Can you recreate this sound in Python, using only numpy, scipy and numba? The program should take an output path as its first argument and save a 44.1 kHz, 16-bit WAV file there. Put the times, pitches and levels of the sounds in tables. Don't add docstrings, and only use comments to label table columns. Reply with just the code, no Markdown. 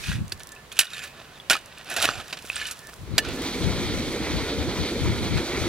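import sys
import numpy as np
from scipy import signal
from scipy.fft import rfft, irfft
from scipy.io import wavfile
from scipy.ndimage import uniform_filter1d
from numba import njit

SR = 44100
rng = np.random.default_rng(int(sys.argv[2]) if len(sys.argv) > 2 else 0)


def persist_wave(psi):
    counts = np.round(np.clip(psi, -1, 1) * 32767).astype(np.int16)
    wavfile.write(sys.argv[1], SR, np.atleast_2d(counts).T)


def to_linear_factor(level_db):
    exponent = np.asarray(level_db, float) / 20
    return 10 ** exponent


N = 250488
SECONDS = np.arange(N) / SR
FREQS_HZ = np.maximum(np.arange(N // 2 + 1) * SR / N, 1)

# hardest push [s], grit level [dB], rise [s], fall [s], relative thud [dB].
STROKES = [(.124, -33, 0.16, 0.083, -23), (.72, -41, .005, 0.043, -10), (0.784, -32.5, 0.037, 0.0043, -13),
           (0.828, -30.5, 0.0086, 0.06, -11), (.93, -39, 0.081, 0.19, -21), (1.05, -40, 0.13, 0.084, -5.5),
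           (1.521, -23, .006, 0.075, -6), (1.92, -33, 0.078, 0.097, 0), (2.053, -19, 0.06, 0.01, -3),
           (1.981, -28.5, 0.013, 0.091, -1), (2.088, -28.5, 0.11, 0.11, 0), (2.201, -37, 0.089, 0.038, 4),
           (2.311, -40, 0.14, 0.022, -6), (2.42, -51, 0.23, 0.068, -15), (2.6, -32, 0.18, 0.2, -36),
           (2.715, -42, 0.21, 0.016, -32), (2.84, -58, 0.13, 0.22, -21)]
# peak [s], grit level [dB], rise [s], fall [s], relative thud [dB].
TRICKLES = [
    (1.2, -42.5, 0.14, 0.095, -0.5),
    (1.32, -47, 0.21, 0.51, -3),
    (1.66, -46, 0.11, 0.22, -16),
    (1.78, -41.5, 0.052, 0.18, -6),
    (2.894, -41, 0.021, 0.021, 3),
    (3.25, -34.5, 0.012, 0.32, -8),
    (.55, -54, 0.27, 0.15, 3),
]
STROKE_FADE_DB, STROKE_ROUND = 24, 1.32
STROKE_TREBLE_DB, TRICKLE_TREBLE_DB, TREBLE_DB_PER_PUSH_DB = -8, -22.5, 0.041
# start [s], peak [dB], relative treble [dB], decay t60 [s].
BITES = [(0.403, -28.5, -14, 0.079), (0.519, -34.5, 3.5, 0.037), (1.5064, -3, -10, 0.053),
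         (1.5308, -8.5, -13, 0.077), (1.552, -18, -21, 0.039), (1.566, -15, -11, 0.019),
         (1.8987, -25.5, -3, 0.082), (1.931, -30, -.3, 0.03), (1.9393, -23, -.3, .03),
         (1.9642, -11.5, -8, 0.093), (2.0005, -14, -12, 0.04), (2.0495, -9.5, -2, 0.016),
         (2.0537, -3.5, -8, 0.018), (2.0889, -5.5, -28, 0.014), (2.2, -24, -25, .04),
         (2.156, -24, -20, .03), (2.3273, -14, -17, 0.068), (2.371, -22.5, -17, 0.05),
         (2.45, -28, -5, 0.029), (2.5176, -28, -8, 0.037), (2.9333, -30, -25, 0.018),
         (3.181, -2.5, -7, 0.035), (3.248, -18.5, -20, 0.051), (3.2868, -22, -11, 0.054),
         (5.373, -17.5, -23, 0.088)]
# start [s], peak [dB], relative treble [dB], decay t60 [s].
KNOCKS = [(0.038, -19.5, -20.5, 0.086), (0.0697, -25, -8, 0.043), (0.082, -16.5, -32.5, 0.026),
          (0.091, -21, -21, 0.034), (0.117, -20, -24, 0.026), (0.1344, -32, -26, 0.051),
          (0.32, -14, -12, 0.0063), (0.3232, -12.5, -5, 0.011), (0.327, -23, -4, .02),
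          (0.7175, -26, -11, 0.04), (.7245, -31, 0, .04), (0.7682, -24, -9, 0.056), (.757, -33, -6, .04),
          (0.7904, 1, -2.5, 0.026), (0.7929, -1.5, -2.5, 0.033), (0.802, -9.5, -5, .05),
          (0.8105, -10, -6.5, 0.057), (.845, -27, -9, 0.055), (0.903, -29, -11, 0.064),
          (0.933, -30, -2, 0.036), (.9445, -27, -8, .025), (0.9646, -27, -11, 0.06),
          (.98, -23.5, -14, 0.067), (.992, -23, -10, 0.044), (1.024, -34, -4, 0.057), (1.031, -32, -4, .04),
          (1.038, -28, -3, .04), (1.046, -28, -5, .03), (1.077, -33, -12, .04), (1.4989, -0.5, -13, 0.047),
          (1.513, -6.5, -3, 0.04), (2.018, -12, -9, .05), (2.0256, -7.5, -4, 0.033), (2.033, -13, -8, .025),
          (2.042, -11, -11, .04), (2.121, -28, -22, .04), (2.105, -13, -22, 0.018),
          (2.389, -24, -11, 0.032), (2.557, -21, -12, 0.02), (2.5648, -9.5, -23, 0.021),
          (2.613, -25.5, -31, 0.16), (2.6668, -23.5, -4, 0.12), (2.7109, -24, 0.5, 0.081),
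          (3.181, -2, -17, 0.046), (3.186, -5, -7.5, 0.027)]
BITE_THUD_DB, KNOCK_THUD_DB, BITE_CRACK_DB, KNOCK_CRACK_DB = -4.5, -24, -3, 3
# frequency [Hz], density [dB per Hz].
GRIT_SPECTRUM = [(120, -78), (200, -17), (508, -14), (706, -6.5), (981, -18), (1470, -4), (2110, -6.5),
                 (2540, 1), (3280, -3), (3940, -2.5), (5180, -6), (5890, -5.5), (6570, -5), (11000, -7),
                 (15800, -23.5)]
# frequency [Hz], level [dB], t60 [s].
BLADE_MODES = [(1270, -19, 0.048), (1525, -8.5, 0.039), (1750, -4, 0.11), (1898, -5, 0.059),
               (2500, -15, 0.12), (2630, -14.5, 0.014), (2900, -9, 0.19), (3070, -29, 0.023),
               (3700, -15.5, 0.034), (3950, -14, 0.029), (4820, -22, 0.018), (5920, -3, 0.035),
               (7380, -4, 0.03), (8640, -16, 0.025)]
# peak [s], level [dB], rise [s], fall [s].
SINGING = [
    (.41, -57, .06, .15),
    (.57, -56, .13, .07),
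    (2.825, -51, .04, .06),
    (2.885, -49, .05, .025),
]
# peak [s], level [dB], rise [s], fall [s].
HUMMING = [
    (2.6, -48, .11, 0.061),
    (2.67, -61, 0.036, 0.035),
    (2.72, -45, 0.03, 0.069),
]
# peak [s], level [dB], rise [s], fall [s].
BOWED = [
    (.05, -46, .05, .05),
    (.16, -45, .06, .04),
    (.09, -46, .06, .1),
    (.92, -48, .04, .06),
    (1.045, -44, .04, .06),
    (1.03, -52, .12, .02),
    (1.91, -42, .03, .03),
    (2.63, -44, .05, .05),
]
BOWED_HZ = [2550, 2520, 1650, 2500, 2510, 7120, 2550, 2950]
BOWED_T60_S = 0.038
# start [s], peak [dB], frequency [Hz], t60 [s].
PINGS = [(.322, -22, 4580, 0.0088), (.324, -36, 370, 0.034), (0.563, -39, 2610, 0.045),
         (.718, -33, 3300, 0.026), (0.794, -12, 2920, 0.035), (0.811, -22, 1785, 0.068),
         (0.934, -28.5, 3710, 0.054), (1.4, -34, 3400, .03), (.99, -43, 3300, .03), (0.06, -30, 2500, .04),
         (0.11, -33, 2500, 0.037), (2.625, -34, 2200, .05), (2.655, -25, 3000, 0.038),
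         (1.025, -33, 4770, 0.026), (1.553, -19.5, 1270, 0.045), (1.507, -11, 1460, 0.056),
         (2.5, -16.5, 2570, 0.018), (2.445, -33, 490, 0.0061), (2.559, -25, 8400, 0.029),
         (2.615, -22, 1724, 0.081), (3.19, -17.5, 1750, 0.056), (2.0892, -14.5, 1290, 0.014),
         (1.4992, -15.5, 5400, 0.015), (1.512, -17, 2700, 0.032), (1.531, -23, 3200, .035),
         (1.542, -23, 2700, .03), (1.552, -25, 2400, .04), (.8, -25, 8400, 0.079), (.802, -23, 9800, 0.039),
         (.769, -34, 2700, .03), (3.182, -11.5, 4790, 0.017), (.117, -26, 1600, 0.018),
         (0.87, -32, 3700, .025), (2.935, -40.5, 1360, 0.012)]
CHIPS_DB = -9.5
# start [s], peak [dB].
CRUMBS = [(0.2104, -49), (0.2548, -42), (0.2803, -28), (0.2972, -34), (0.3444, -37), (0.397, -28),
          (0.4337, -23.5), (0.4717, -25), (0.4908, -27), (0.5196, -49), (0.551, -32), (0.5994, -71),
          (1.6594, -29.5), (1.7834, -28), (1.8307, -47), (1.846, -32), (2.4239, -30), (2.4723, -29),
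          (2.4955, -25), (2.734, -36), (2.7913, -26)]
# start [s], peak [dB].
SIFTED = [(.027, -36), (.132, -31), (.204, -40), (.376, -34), (.421, -36), (1.386, -42), (1.59, -32),
          (1.612, -40), (1.903, -23), (2.2799, -36), (2.70, -28), (2.772, -40), (2.816, -40), (2.833, -41),
          (2.848, -41), (2.8706, -38), (2.886, -38), (2.899, -38), (2.9395, -35), (2.975, -42),
          (3.015, -39)]
# frequency [Hz], density [dB per Hz].
CRUMB_SPECTRUM = [(1500, -15), (3500, -2), (6000, 0), (10000, -1.5), (16000, -15)]
# peak [s], level [dB], rise [s], fall [s].
DUST = [
    (1.038, -52, 0.054, 0.051),
    (1.198, -62, 0.077, 0.13),
    (2.78, -54, 0.073, 0.13),
    (2.95, -56, 0.11, .1),
    (3.35, -48.5, 0.11, 0.3),
    (2.45, -52, 0.15, .1),
]
# frequency [Hz], density [dB per Hz].
DUST_SPECTRUM = [(2000, -22), (5000, 3), (9000, 0), (15800, -7)]
# time [s], fizz level [dB].
FLOW = [
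    (3.36, -36.5),
    (3.83, -35),
    (4.44, -36),
    (4.78, -35),
    (5.36, -36.5),
    (5.38, -32),
    (5.41, -35.5),
    (5.68, -33),
]
# frequency [Hz], density [dB per Hz].
FIZZ_SPECTRUM = [(350, -1.5), (600, 4), (983, 0.5), (1080, -3), (1400, 1), (1590, -2.5), (2300, 4),
                 (2710, -4.5), (3330, 1.5), (4330, 0.5), (5320, -9.5), (6010, -6.5), (6620, -13),
                 (13000, -21.5), (15900, -26)]
# frequency [Hz], density [dB per Hz].
GURGLE_SPECTRUM = [(88, 1.5), (150, -4), (184, -7), (322, 2.5), (425, 0), (462, 1.5), (609, -7.5),
                   (900, -16), (1170, -41), (1980, -120)]
GURGLE_DB, GURGLE_SURGE_SHARE = -32.5, 0.65
FULL_FLOW_S, FIZZ_FADE_DB_PER_S, GURGLE_FADE_DB_PER_S = 3.404, 46, 41
# peak [s], level [dB], left minus right [dB], half length [s].
GUSTS = [(0.001, -44, -17, 0.025), (0.095, -28.5, 18, 0.032), (0.154, -27.5, -6, 0.097),
         (0.216, -26.5, 5.5, 0.049), (0.345, -43.5, -5, 0.11), (1.998, -45.5, -12, 0.043),
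         (2.088, -41, 6, 0.059), (2.181, -44, -18, .06), (2.58, -53, 6, 0.21), (3.017, -41.5, 11, 0.062),
         (3.136, -30.5, 14.5, 0.07), (3.287, -36, -13, 0.059), (3.668, -27, 21.5, 0.078),
         (3.84, -33, 10.5, 0.25), (3.937, -41, 1, 0.061), (3.975, -38, 10, 0.073), (4.09, -38, 15, .04),
         (4.226, -33.5, 8, 0.042), (4.353, -24, 9, 0.059), (4.427, -38, 22, 0.032),
         (4.602, -28, 12.5, 0.064), (4.69, -32, -13, 0.044), (4.81, -24.5, 12.5, 0.043),
         (5.034, -28, 11, 0.084), (5.092, -22, 5, 0.086), (5.232, -29, -5, 0.13), (5.323, -26, 7, 0.043),
         (5.363, -24, 16.5, 0.044), (5.62, -30, 13.5, 0.1)]
# frequency [Hz], density [dB per Hz].
WIND_SPECTRUM = [(8.8, -47), (15, -32), (59, 6.5), (116, 0), (219, -9), (400, -30), (520, -37), (880, -120)]
GUST_FADE_DB, GUST_ROUND = 19, 1.13
BREEZE_DB, DITCH_BREEZE_DB, DITCH_S = -60, -47.5, 3.0
# frequency [Hz], density [dB per Hz].
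ORCHARD_SPECTRUM = [(88, 1), (150, 3.5), (297, -5), (406, -1), (852, -5.5), (1020, -2.5), (1260, -6),
                    (3340, -11.5), (5770, -19), (9780, -22), (15900, -27.5)]
ORCHARD_DB = -45
CHIRP_S, CHIRP_DB, CHIRP_HZ, CHIRP_FALL_HZ_PER_S, CHIRP_LENGTH_S = 1.365, -50, 3550, 30000, .014
DUCK_S, DUCK_DB, DUCK_BACK_S = 0.814, -12, 0.071
SHOVEL_LAG_SAMPLES = -1.1
TOP_HZ = 15850


def shovel():
    crackle = unit(rng.standard_normal((2, 3, N)) * to_linear_factor(2.0 * rng.exponential(size=(2, 1, N))))
    slide = sliding() * crackle[0]
    power, cracks = impacts()
    blows = np.sqrt(power) * crackle[1] + cracks
    edges_hz = [(1200, 5000), (5000, SR), (0, 1200)]
    grit = sum(colour(part, GRIT_SPECTRUM, *edges) for part, edges in zip(slide + blows, edges_hz))
    return to_linear_factor(-5.5) * grit + blade_ring(slide, blows) + blade_song(crackle)


def sliding():
    judder = to_linear_factor(-2.2 + 0.7 * walk(70) + 2.8 * walk(300))
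    rows = [(*row, STROKE_TREBLE_DB) for row in STROKES] + [(*row, TRICKLE_TREBLE_DB) for row in TRICKLES]
    slide = 0
    for s, db, rise_s, fall_s, thud_db, treble_db in rows:
        share = to_linear_factor([[0], [treble_db + TREBLE_DB_PER_PUSH_DB * (db + 56)], [thud_db]])
        slide = slide + share * (judder * swell(s, db, rise_s, fall_s, STROKE_FADE_DB, STROKE_ROUND))
    return slide


def impacts():
    rows = [(*row, BITE_THUD_DB, BITE_CRACK_DB) for row in BITES]
    rows += [(*row, KNOCK_THUD_DB, KNOCK_CRACK_DB) for row in KNOCKS]
    power, cracks = np.zeros((2, 3, N))
    age_s = SECONDS[:SR // 5]
    for s, db, high_db, t60_s, low_db, crack_db in rows:
        start = int(s * SR)
        cracks[:, start] += to_linear_factor(db + crack_db + np.array([0, high_db, low_db + 10.5]))
        bands = [(-6, 1, .0004), (high_db - 2.0, .8, .0002), (low_db - 10.0, 1.3, .002)]
        for band, (band_db, stretch, rise_s) in enumerate(bands):
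            decay = to_linear_factor(-60 * age_s / (stretch * np.clip(t60_s, .006, .15)))
            shape = np.clip(age_s / rise_s, 0, 1) * decay
            power[band, start:start + len(age_s)] += (to_linear_factor(db + band_db) * shape) ** 2
    return power, cracks


def blade_ring(slide, blows):
    push = to_linear_factor(-7.0) * slide + to_linear_factor(-14.0) * blows
    ring = 0
    for hz, db, t60_s in BLADE_MODES:
        drive = push[int(hz > 5000)]
        ring = ring + to_linear_factor(db) * resonance(to_linear_factor(4.6 * walk(60)) * drive, hz, t60_s)
    return ring


def blade_song(crackle):
    singing = unit(resonance(rng.standard_normal(N), 1752, 0.15))
    song = sum(swell(*row, 12, 2) for row in SINGING) * singing
    humming = unit(resonance(crackle[0, 2], 1275, .1))
    song = song + to_linear_factor(-3) * sum(swell(*row, 15, 2) for row in HUMMING) * humming
    for row, hz in zip(BOWED, BOWED_HZ):
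        song = song + swell(*row, 11.0, 1.4) * unit(resonance(crackle[1, 2], hz, BOWED_T60_S))
    for s, db, hz, t60_s in PINGS:
        impulse = 1. * (abs(SECONDS - s) < .5 / SR)
        song = song + to_linear_factor(db + 24.5) * resonance(impulse, hz, t60_s)
    return song


def chips():
    slide = sum(swell(*row[:4], STROKE_FADE_DB, STROKE_ROUND) for row in STROKES)
    rings = bubbles(count=3500, lo_hz=1146, hi_hz=6260, cycles=7.5, spread_db=5.0, glide=-0.03)
    return to_linear_factor(CHIPS_DB) * slide * colour(rings, GRIT_SPECTRUM)


def crumbs(table):
    push = np.zeros(N)
    for (s, db), noise in zip(table, rng.standard_normal((len(table), 400))):
        start = int(s * SR)
        push[start:start + 400] += to_linear_factor(db - 3) * noise * np.exp(-SECONDS[:400] / .0015)
    return colour(push, CRUMB_SPECTRUM)


def dust():
    specks = unit(rng.standard_normal(N) * to_linear_factor(3.7 * rng.exponential(size=N) + 3.6 * walk(90)))
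    return colour(specks * sum(swell(*row, 11.0, 1.1) for row in DUST), DUST_SPECTRUM)


def water():
    early_s = np.maximum(FULL_FLOW_S - SECONDS, 0)
    surge_db = np.interp(SECONDS, *np.transpose(FLOW))
    fizz_db = surge_db + 0.45 - FIZZ_FADE_DB_PER_S * early_s
    gurgle_db = GURGLE_DB - GURGLE_FADE_DB_PER_S * early_s + GURGLE_SURGE_SHARE * (surge_db - surge_db.mean())
    fade = np.clip((SECONDS - 2.9) / 0.23, 0, 1)
    fizzing = to_linear_factor(fizz_db + 1.3 * walk(45)) * fizz()
    gurgling = to_linear_factor(gurgle_db + 2.0 + 1.1 * walk(30)) * gurgle()
    return ports(fade * (fizzing + gurgling), 2.36, -1.37, 11300, 4.2, 0.053)


def gurgle():
    big = bubbles(count=4500, lo_hz=168.7, hi_hz=613.5, cycles=5.9, spread_db=2.0, glide=0.22)
    return unit(colour(big + 2.32 * rng.standard_normal(N), GURGLE_SPECTRUM))


def fizz():
    spray = rfft(unit(colour(rng.standard_normal(N) * to_linear_factor(1.64 * rng.exponential(size=N)), FIZZ_SPECTRUM)))
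    hiss = 0
    for lo_hz, hi_hz in [(0, 1700), (1700, 2750), (2750, 5400), (5400, SR)]:
        part = irfft(spray * ((FREQS_HZ >= lo_hz) & (FREQS_HZ < hi_hz)), N)
        hiss = hiss + part * to_linear_factor(1.4 * walk(35) + .3 * walk(2.87))
    fine = bubbles(count=5000, lo_hz=920, hi_hz=5200, cycles=7.2, spread_db=2.0, glide=0.35)
    return to_linear_factor(-0.05) * hiss + to_linear_factor(-6.5) * unit(colour(fine, FIZZ_SPECTRUM))


def bubbles(count, lo_hz, hi_hz, cycles, spread_db, glide):
    when, pitch, size = rng.random((count, 3)).T
    size_db = -spread_db * np.log(1 - .95 * size)
    hz = lo_hz * (hi_hz / lo_hz) ** pitch
    return unit(grains((when * N).astype(np.int64), hz, cycles, to_linear_factor(size_db), glide))


@njit
def grains(start, hz, cycles, size, glide):
    out = np.zeros(N)
    for k in range(len(start)):
        length = int(3 * cycles * SR / hz[k])
        phase = 0.
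        for i in range(min(length, N - start[k])):
            u = i / length
            phase += 2 * np.pi * hz[k] * (1 + glide * u) / SR
            out[start[k] + i] += size[k] * np.sin(phase) * np.exp(-6 * u)
    return out


def wind():
    gust = to_linear_factor(np.where(SECONDS < DITCH_S, BREEZE_DB, DITCH_BREEZE_DB)) + np.zeros((2, 1))
    for s, db, lean_db, half_s in GUSTS:
        lean = to_linear_factor([[lean_db / 2], [-lean_db / 2]])
        gust = gust + lean * swell(s, db, half_s, half_s, GUST_FADE_DB, GUST_ROUND)
    gust_db = 20 * np.log10(gust).mean(axis=0)
    deep = np.array([colour(rng.standard_normal(N), WIND_SPECTRUM, 0, 85) for _ in range(2)])
    flutter = np.array([colour(rng.standard_normal(N), WIND_SPECTRUM, 85, SR) for _ in range(2)])
    puffs = to_linear_factor(-3.0) * deep + to_linear_factor(0.38 * (gust_db + 36.0)) * flutter
    steady = puffs / np.sqrt(uniform_filter1d(puffs ** 2, 1800) + 0.44)
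    return gust * steady


def orchard():
    far = colour(rng.standard_normal(N), ORCHARD_SPECTRUM) * to_linear_factor(ORCHARD_DB - 4.5 + 0.16 * walk(3.7))
    return ports(far, -2.2, -2.5, 1450, 6.1, 0.092)


def bird():
    age_s = np.clip(SECONDS - CHIRP_S, -.05, .05)
    tone = np.sin(2 * np.pi * (CHIRP_HZ * age_s - CHIRP_FALL_HZ_PER_S * age_s ** 2 / 2))
    return tone * swell(CHIRP_S, CHIRP_DB, CHIRP_LENGTH_S, CHIRP_LENGTH_S, 8, 2)


def resonance(push, hz, t60_s):
    pole = np.exp(2j * np.pi * hz / SR - np.log(1000) / (t60_s * SR))
    return np.sqrt(1 - abs(pole)) * signal.lfilter([1], [1, -pole], push).imag


def swell(s, db, rise_s, fall_s, fade_db, round_top):
    away = np.where(SECONDS < s, (s - SECONDS) / max(rise_s, .001), (SECONDS - s) / max(fall_s, .001))
    return to_linear_factor(db - fade_db * np.minimum(away, 9) ** round_top)


def walk(rate_hz):
    k = max(int(SR / rate_hz), 2)
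    held = np.repeat(rng.standard_normal(N // 2 + 1)[:N // k + 1], k)
    return unit(uniform_filter1d(uniform_filter1d(held, k), k)[:N])


def unit(x):
    return x / np.sqrt(np.mean(x ** 2))


def colour(x, spectrum, lo_hz=0, hi_hz=SR):
    hz, db = np.transpose(spectrum)
    band = 1 / np.sqrt((1 + (lo_hz / FREQS_HZ) ** 8) * (1 + (FREQS_HZ / hi_hz) ** 8))
    gain = unit(band * to_linear_factor(np.interp(np.log(FREQS_HZ), np.log(hz), db)))
    return irfft(rfft(x) * gain, N)


def ports(x, lag_samples, lean_db, apart_hz, apart_db, tail_s):
    turn = np.exp(1j * np.pi * FREQS_HZ * lag_samples / SR)
    scatter = to_linear_factor(apart_db) * FREQS_HZ / (FREQS_HZ + apart_hz)
    tail = rfft(rng.standard_normal((2, SR // 2)) * np.exp(-SECONDS[:SR // 2] / tail_s), N)
    late = np.exp(-4j * np.pi * FREQS_HZ * tail_s)
    both = np.array([turn, 1 / turn]) + scatter * late * tail / abs(tail)
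    both = both * to_linear_factor([[lean_db / 2], [-lean_db / 2]])
    return irfft(rfft(x) * both / np.sqrt(turn.real ** 2 + scatter ** 2 / 2), N)


def scene():
    digging = ports(shovel() + to_linear_factor(-6.5) * crumbs(CRUMBS), SHOVEL_LAG_SAMPLES, -3.25, 8600, -9.5, 0.0043)
    fine_soil = to_linear_factor(-6.0) * crumbs(SIFTED) + dust() + chips()
    sifting = ports(fine_soil, SHOVEL_LAG_SAMPLES, -2.2, 6000, -2.0, 0.01)
    duck_db = DUCK_DB * (SECONDS > DUCK_S) * np.exp(-((SECONDS - DUCK_S) / DUCK_BACK_S) ** 2)
    return digging + sifting + bird() + water() + to_linear_factor(duck_db) * (wind() + orchard())


def band_limit(x):
    return signal.sosfilt(signal.butter(12, 16080, fs=SR, output="sos"), x)


def record(dry):
    rumble_cut = signal.butter(2, 28, "high", fs=SR, output="sos")
    top_cut = signal.ellip(8, .3, 40, TOP_HZ, fs=SR, output="sos")
    mix = signal.sosfilt(top_cut, signal.sosfilt(rumble_cut, dry))
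    return band_limit(np.clip(mix, -1, 1))


dry = scene()
out = record(dry)
persist_wave(out)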